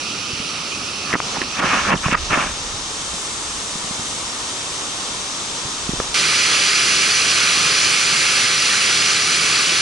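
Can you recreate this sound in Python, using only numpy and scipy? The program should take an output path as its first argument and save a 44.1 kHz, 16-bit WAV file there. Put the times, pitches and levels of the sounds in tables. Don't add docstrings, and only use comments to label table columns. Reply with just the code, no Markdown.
import sys
import numpy as np
from scipy import signal
from scipy.fft import rfft, irfft, next_fast_len
from scipy.io import wavfile
from scipy.ndimage import uniform_filter1d, map_coordinates

SR = 44100
rng = np.random.default_rng(int(sys.argv[2]) if len(sys.argv) > 2 else 0)


def generate_wav(signal):
    frames = np.transpose(np.atleast_2d(signal))
    scaled = np.clip(frames, -1, 1) * 32767
    pcm = np.round(scaled).astype(np.int16)
    wavfile.write(sys.argv[1], SR, pcm)


def field_ratio(decibels):
    return 10 ** (np.asarray(decibels, dtype=float) / 20)


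N = 432621
CUT = 6.1428
SPLIT = round(CUT * SR)
HANDLED = int(2.6 * SR)


def unit(x):
    return x / np.sqrt(np.mean(x ** 2) + 1e-20)


def curves(rows, outside=None):
    s, *cols = np.transpose(rows)
    t = np.arange(N) / SR
    return [np.interp(t, s, c, outside, outside) for c in cols]


def wobble(rate, count=N):
    knots = rng.standard_normal(int(N * rate / SR) + 4)
    return map_coordinates(knots, [np.arange(count) * rate / SR])


def filtered(x, response):
    m = next_fast_len(x.shape[-1] + 8192)
    spectrum = rfft(x, m) * response(np.fft.rfftfreq(m, 1 / SR))
    return irfft(spectrum, m)[..., :x.shape[-1]]


def modes(table):
    def response(f):
        total = 0
        for k, (hz, width, db) in enumerate(table):
            total = total + (-1) ** k * field_ratio(db) * 1j * f * width / (hz * hz - f * f + 1j * f * width)
        return total
    return response


def churn(patchy_db, count):
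    z = signal.stft(rng.standard_normal((2, count + 512)), nperseg=512)[2]
    field = uniform_filter1d(rng.standard_normal(z.shape[1:]), size=8, axis=0)
    field = uniform_filter1d(field, size=10, axis=1)
    noise = signal.istft(z * field_ratio(patchy_db * unit(field)), nperseg=512)[1]
    return unit(noise[:, :count])


def falls(view, patchy_db, bass_slope, count):
    hz, *cols = np.transpose(view)

    def read(f, k):
        return np.interp(np.log(f + 1), np.log(hz), cols[k])

    def sharing(f):
        angle = np.arccos(np.clip(read(f, 2), 0, 1)) / 2
        return np.array([np.cos(angle), np.sin(angle)])

    def ports(f):
        bass = np.minimum(1, f / hz[0]) ** bass_slope
        lead = np.exp(.5j * np.outer([1, -1], read(f, 3)))
        return bass * field_ratio([read(f, 0), read(f, 1)]) * lead

    shared, own = filtered(churn(patchy_db, count), sharing)
    return field_ratio(-21.5) * filtered(np.array([shared + own, shared - own]), ports)


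# [f/Hz, left level/dB, right level/dB, likeness/0-1, left lead/rad]
FACING_VIEW = [(90, -0.5, -0.5, 0.9, 0.045), (260, 2.5, 5, 0.98, 0.017), (655, -3.5, -2, 0.85, -0.44),
               (1040, -3.5, 0.5, 0.55, -0.71), (1270, 3.5, 8, 0.8, -0.32), (1600, -5.5, -3.5, 0.1, 0.46),
               (2070, -4.5, -5.5, 0.7, -0.26), (2550, 3.5, 8.5, 0.67, -0.79),
               (3500, -2.5, 1.8, 0.34, -0.35), (4400, 0, 2, 0.9, 0.05), (6020, 0.2, 4.5, 0.4, -0.14),
               (6440, -6.5, -2, 0.2, -1.06), (9400, -14, -11, 0.34, -0.057), (11100, -13, -11.5, 0.7, -0.2)]
# [f/Hz, left level/dB, right level/dB, likeness/0-1, left lead/rad]
TURNED_VIEW = [(90, -2.5, -1, 0.95, -0.07), (300, -1, 1.4, 0.96, 0.3), (690, -3.5, -0.9, 0.91, 0.37),
               (1100, 0.5, 4.5, 1, 0.9), (1710, -5.5, -1, 0.14, -3), (1820, -2.5, -3, 0.97, 2.1),
               (1940, -2, -2, 0.86, -2.4), (2540, -3.5, -8, 0.8, 1.3), (3700, 4, 2.5, 0.17, -3.5),
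               (4200, -2, -2.5, 0.54, 1), (6200, 3, 0.98, 0.51, 0.3), (7430, 0, -3, 0.16, -0.8),
               (8440, -2.5, -3.5, 0.3, -0.1), (11600, -17.5, -17, 0.32, -0.3)]
# [t/s, turned away/0-1, level/dB, treble level under the hand/dB]
SWING_PATH = [(0, .02, -0.2, 0.5), (1.1, 0.05, -0.5, 0.2), (1.3, 0.65, 1.7, -4.5), (1.44, 0.06, -0.8, -0.8),
              (1.8, 0.75, 2, -4), (2.02, 0.96, -1.1, -1.5), (2.25, 0.74, .1, -4.5),
              (2.42, 0.93, -0.7, -1.1), (2.75, 0.96, -0.4, -1.6), (3.2, 0.95, -0.24, 1.7),
              (6.14, 0.93, 0.6, -0.8)]


def far_falls():
    turned, level_db, treble_db = np.array(curves(SWING_PATH))[:, :SPLIT]
    turned = np.clip(turned, 0, 1)
    facing = falls(FACING_VIEW, patchy_db=1.17, bass_slope=1.6, count=SPLIT)
    away = falls(TURNED_VIEW, patchy_db=0.4, bass_slope=0.77, count=SPLIT)
    mix = np.sqrt(1 - turned) * facing + np.sqrt(turned) * away
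    treble = filtered(mix, lambda hz: np.clip((hz - 6200) / 1200, 0, 1))
    shading = field_ratio(treble_db + 0.27 * wobble(7, count=SPLIT)) - 1
    level = field_ratio(level_db + 0.16 * wobble(6.7, count=SPLIT))
    return (mix + treble * shading) * level


# [t/s, level/dB]
WIND_LEVEL = [(0, -57), (1, -59), (1.9, -39), (2.2, -31), (2.4, -37), (2.75, -40), (2.9, -50), (3.5, -44),
              (4.3, -54), (5.6, -53), (6.1, -37), (6.16, -57), (8, -53), (9, -59), (9.81, -52)]
# [f/Hz, level/dB]
WIND_TONE = [(12, -14), (25, 9), (60, 10.5), (110, -1), (200, -30), (400, -70)]


def wind():
    hz, db = np.transpose(WIND_TONE)
    air = filtered(rng.standard_normal((2, N)), lambda f: field_ratio(np.interp(np.log(f + 1), np.log(hz), db)))
    left = 0.78 * air[0] + 0.15 * air[1]
    right = 1.3 * air[0] - 0.15 * air[1]
    lumpy = np.array([left, right]) * field_ratio(2 * wobble(12))
    return field_ratio(curves(WIND_LEVEL)[0]) * unit(lumpy)


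# [t/s, peak level/dB, f/Hz, time to fall 60 dB/s, left-right level/dB]
FINGER_TAPS = [(1.1295, -12, 2000, 0.0099, -1.1), (1.1386, -17, 1820, .014, 13),
               (1.145, -11.5, 1900, 0.01, -6), (1.154, -9, 1200, 0.0065, -7),
               (1.2024, -5.5, 1150, 0.0039, 5), (1.203, -18, 2300, .0035, 7),
               (1.347, -24, 1000, .012, -1.5), (1.369, -19, 850, 0.015, -1.5),
               (1.417, -16, 1790, 0.012, -6), (1.4167, -24, 2400, .006, -1.1),
               (2.0572, -15, 1100, 0.025, 3), (2.0838, -7, 750, 0.0032, -10), (2.084, -18, 1700, .004, -3),
               (2.1476, -12.5, 1220, .019, -16), (2.148, -16, 1280, .014, -3),
               (2.152, -16, 1350, 0.0096, 1.1), (2.151, -17, 1900, 0.021, -2.2),
               (2.152, -27, 4900, 0.012, .1), (6.0013, -4.5, 1100, 0.0031, 2.2),
               (6.0013, -10, 503, 0.0083, -4), (6.0014, -29, 2010, 0.0036, -1.1),
               (6.003, -16, 1360, .0063, -1.1)]
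# [t/s, peak level/dB, f/Hz]
PALM_BUMPS = [(.333, -25, 129), (0.401, -20, 220), (1.1383, -9.5, 400), (1.1535, -17, 320),
              (1.383, -20, 248), (1.416, -17, 300), (1.603, -20, 300), (1.96, -18, 160), (2.062, -9.5, 151),
              (2.092, -16, 200), (2.125, -12, 224), (2.165, -31, 260), (2.26, -36, 70), (2.309, -18, 150),
              (2.33, -14, 300), (2.375, -13, 252), (2.545, -32, 90), (2.604, -29, 100), (2.74, -25, 109),
              (3.14, -26, 200), (3.755, -21, 206), (3.843, -24, 199), (3.909, -20.5, 190),
              (3.993, -22.5, 171), (5.651, -24, 109), (5.892, -11, 198), (5.9342, -13.5, 300),
              (5.938, -22, 120)]


def knocks():
    bump_cycles, bump_pan_db = 4, -4
    bumps = [(s, db, hz, bump_cycles / hz, bump_pan_db) for s, db, hz in PALM_BUMPS]
    out = np.zeros((2, N + SR))
    t = np.arange(SR // 10) / SR
    for s, db, hz, t60, pan_db in list(FINGER_TAPS) + bumps:
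        decay = field_ratio(db + 7.0 - 60 * t / t60)
        swing = np.sin(2 * np.pi * hz * t) * decay * (1 - np.exp(-t * hz * 4))
        start = round(s * SR)
        out[:, start:start + len(t)] += swing * field_ratio([[pan_db / 2], [-pan_db / 2]])
    return out[:, :N]


def slips(rate, spread_db, apart):
    size = field_ratio(spread_db * rng.standard_normal((3, HANDLED))) * rng.standard_normal((3, HANDLED))
    push = (rng.random((3, HANDLED)) < rate / SR) * size
    return push[0] + apart * push[1:]


# [t/s, pressure level/dB, place from back wall 0 to ports 1]
FIRST_STROKES = [
    [(1.06, -41, .5), (1.124, -29, 0.48), (1.138, -22, 0.4), (1.152, -30, 0.37), (1.162, -25, .3)],
    [(1.32, -36, .2), (1.36, -26.5, 0.14), (1.4, -37, 0.33), (1.422, -29, 0.46), (1.445, -34, .8)],
    [(1.55, -37, 0.47), (1.6, -20.5, 0.54), (1.613, -25, .35), (1.632, -19.5, 0.24), (1.69, -21, 0.74),
     (1.74, -18.5, 0.51), (1.79, -21.5, 0.6), (1.822, -26.5, 0.67)],
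    [(1.822, -28, .6), (1.86, -23.5, 0.61), (1.89, -19.5, .35), (1.925, -16, 0.48), (1.942, -19, 0.36),
     (1.95, -24, .1), (1.968, -33, .1)],
]
# [t/s, pressure level/dB, place from back wall 0 to ports 1]
LATER_STROKES = [
    [(2.03, -32, .45), (2.057, -23.5, .75), (2.098, -31, 0.62), (2.12, -21.5, 0.82), (2.153, -19, 0.34),
     (2.16, -37, 0.45), (2.18, -28, 0.73), (2.195, -42, .5)],
    [(2.297, -32, 0.27), (2.31, -19.5, 0.44), (2.35, -17, 0.73), (2.362, -21, 0.36), (2.385, -21.5, 0.46),
     (2.42, -22, 0.53), (2.47, -28.5, 0.54), (2.52, -38, .55)],
]
# [f/Hz, width/Hz, level/dB]
CAVITY_MODES = [(1236, 390, .1)]
SHELL_MODES = [(680, 380, -0.5), (1060, 120, 1.5), (1330, 200, -3)]
WALL_MODES = [(179, 110, -1.5), (363, 200, -4), (530, 170, -5)]
RIM_MODES = [(1750, 360, 0.1)]
PORT_MODES = [(2180, 220, 1.5), (2700, 580, 0.5), (3620, 370, -10)]


def rubbing():
    reach_db = 18
    strokes = FIRST_STROKES + LATER_STROKES
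    pressure_db = np.max([curves(s, -90)[0] for s in strokes], axis=0)[:HANDLED]
    place = curves(sum(strokes, []))[1][:HANDLED]
    clump_db = 0.39 * wobble(70, count=HANDLED)
    # modes, slips a second, left-right dB, unlikeness of the ports, place, dB
    parts = ((CAVITY_MODES, 2500, -1.1, .5, .55, -1.4),
             (SHELL_MODES, 1800, -1.5, .6, .2, -4.5),
             (WALL_MODES, 700, -4, .3, .01, -5),
             (RIM_MODES, 2000, -.6, .5, .62, -5.5),
             (PORT_MODES, 3000, -.6, .7, .99, -1.1))
    out = np.zeros((2, SPLIT))
    for table, rate, pan_db, apart, home, own_db in parts:
        body = modes(table)

        def steep(f):
            lead = np.exp(np.outer([-.5j, .5j], np.exp(-((f - 700) / 350) ** 2)))
            return lead * body(f) * np.abs(body(f)) ** 0.53

        pushes = slips(rate, 2.4, apart)
        level_db = pressure_db + own_db - reach_db * (place - home) ** 2
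        level_db = level_db + clump_db + 0.51 * wobble(40.27, count=HANDLED)
        gain = field_ratio(level_db) / np.std(filtered(pushes[:, :SR], steep).mean(0))
        out[:, :HANDLED] += filtered(pushes * gain, steep) * field_ratio([[pan_db / 2], [-pan_db / 2]])
    return out


# [t/s, held/s, depth level/dB]
GAIN_DIPS = [
    (1.142, .012, -11),
    (1.198, .006, -5),
    (1.602, 0.0074, -8),
    (1.905, 0.042, -7),
    (2.136, 0.021, -13),
]


def ducking():
    t = np.arange(SPLIT) / SR
    dips = []
    for start, held, db in GAIN_DIPS:
        fall = np.clip((t - start) / 0.0014, 0, 1)
        recovery = np.exp(-np.maximum(t - start - held, 0) / 0.018)
        dips.append(db * fall * recovery)
    return field_ratio(np.min(dips, axis=0))


# [t/s, f/Hz, level/dB]
SQUEAK_PATH = [(1.95, 6200, -40), (1.956, 5700, -25), (1.965, 4200, -46), (1.972, 3300, -30),
               (1.98, 2900, -25), (1.984, 2800, -45)]


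def squeak():
    hz, level_db = curves(SQUEAK_PATH, -120)
    tone = np.sin(2 * np.pi * np.cumsum(hz) / SR)
    return (field_ratio(level_db) * tone)[:SPLIT]


# [f/Hz, left level/dB, right level/dB, likeness/0-1, left lead/rad]
CLIFF_VIEW = [(149, 3.5, 5, 0.91, 0.028), (282, -1, 1, 0.89, 0.035), (400, 4, 5, 0.91, -.1),
              (664, -4, -0.3, .78, -0.1), (1000, -0.5, 2, 0.82, -0.77), (1194, 6.5, 12.5, 0.93, -0.44),
              (1860, 9, 7, .87, -0.61), (2340, 10, 16, 0.87, -1.23), (3780, 8.5, 7.5, 0.98, 0.87),
              (4540, 12, 12.5, 0.93, -0.37), (5500, 9, 8, 1, -1), (5920, 11.5, 10.5, 0.99, 0.98),
              (6580, 3.5, 5, 0.63, 0.16), (9500, -0.5, -1.5, 0.84, -0.16)]
# [t/s, level/dB, left-right level/dB]
CLIFF_DRIFT = [(6.14, 1.3, -1), (7, 1.5, -0.5), (8, 1.2, -0.6), (9, 1, -0.2), (9.81, 1.2, 0)]


def near_falls():
    level_db, pan_db = curves(CLIFF_DRIFT)
    surge_db = 0.1 * wobble(12) + 0.24 * wobble(6.1)
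    gain = field_ratio(level_db + surge_db + np.outer([.5, -.5], pan_db))
    return falls(CLIFF_VIEW, patchy_db=0.63, bass_slope=1.5, count=N - SPLIT) * gain[:, SPLIT:]


def scene():
    bush = far_falls() * ducking() + knocks()[:, :SPLIT] + rubbing() + squeak()
    return np.hstack([bush, near_falls()]) + wind()


def top_cut(x):
    return signal.sosfilt(signal.butter(12, 11300, fs=SR, output="sos"), x)


def record(dry):
    capped = dry / (1 + np.abs(dry / .9) ** 6) ** (1 / 6)
    mix = filtered(capped, lambda hz: np.clip((11050 - hz) / 60, 0, 1))
    return top_cut(mix)


dry = scene()
out = record(dry)
generate_wav(out)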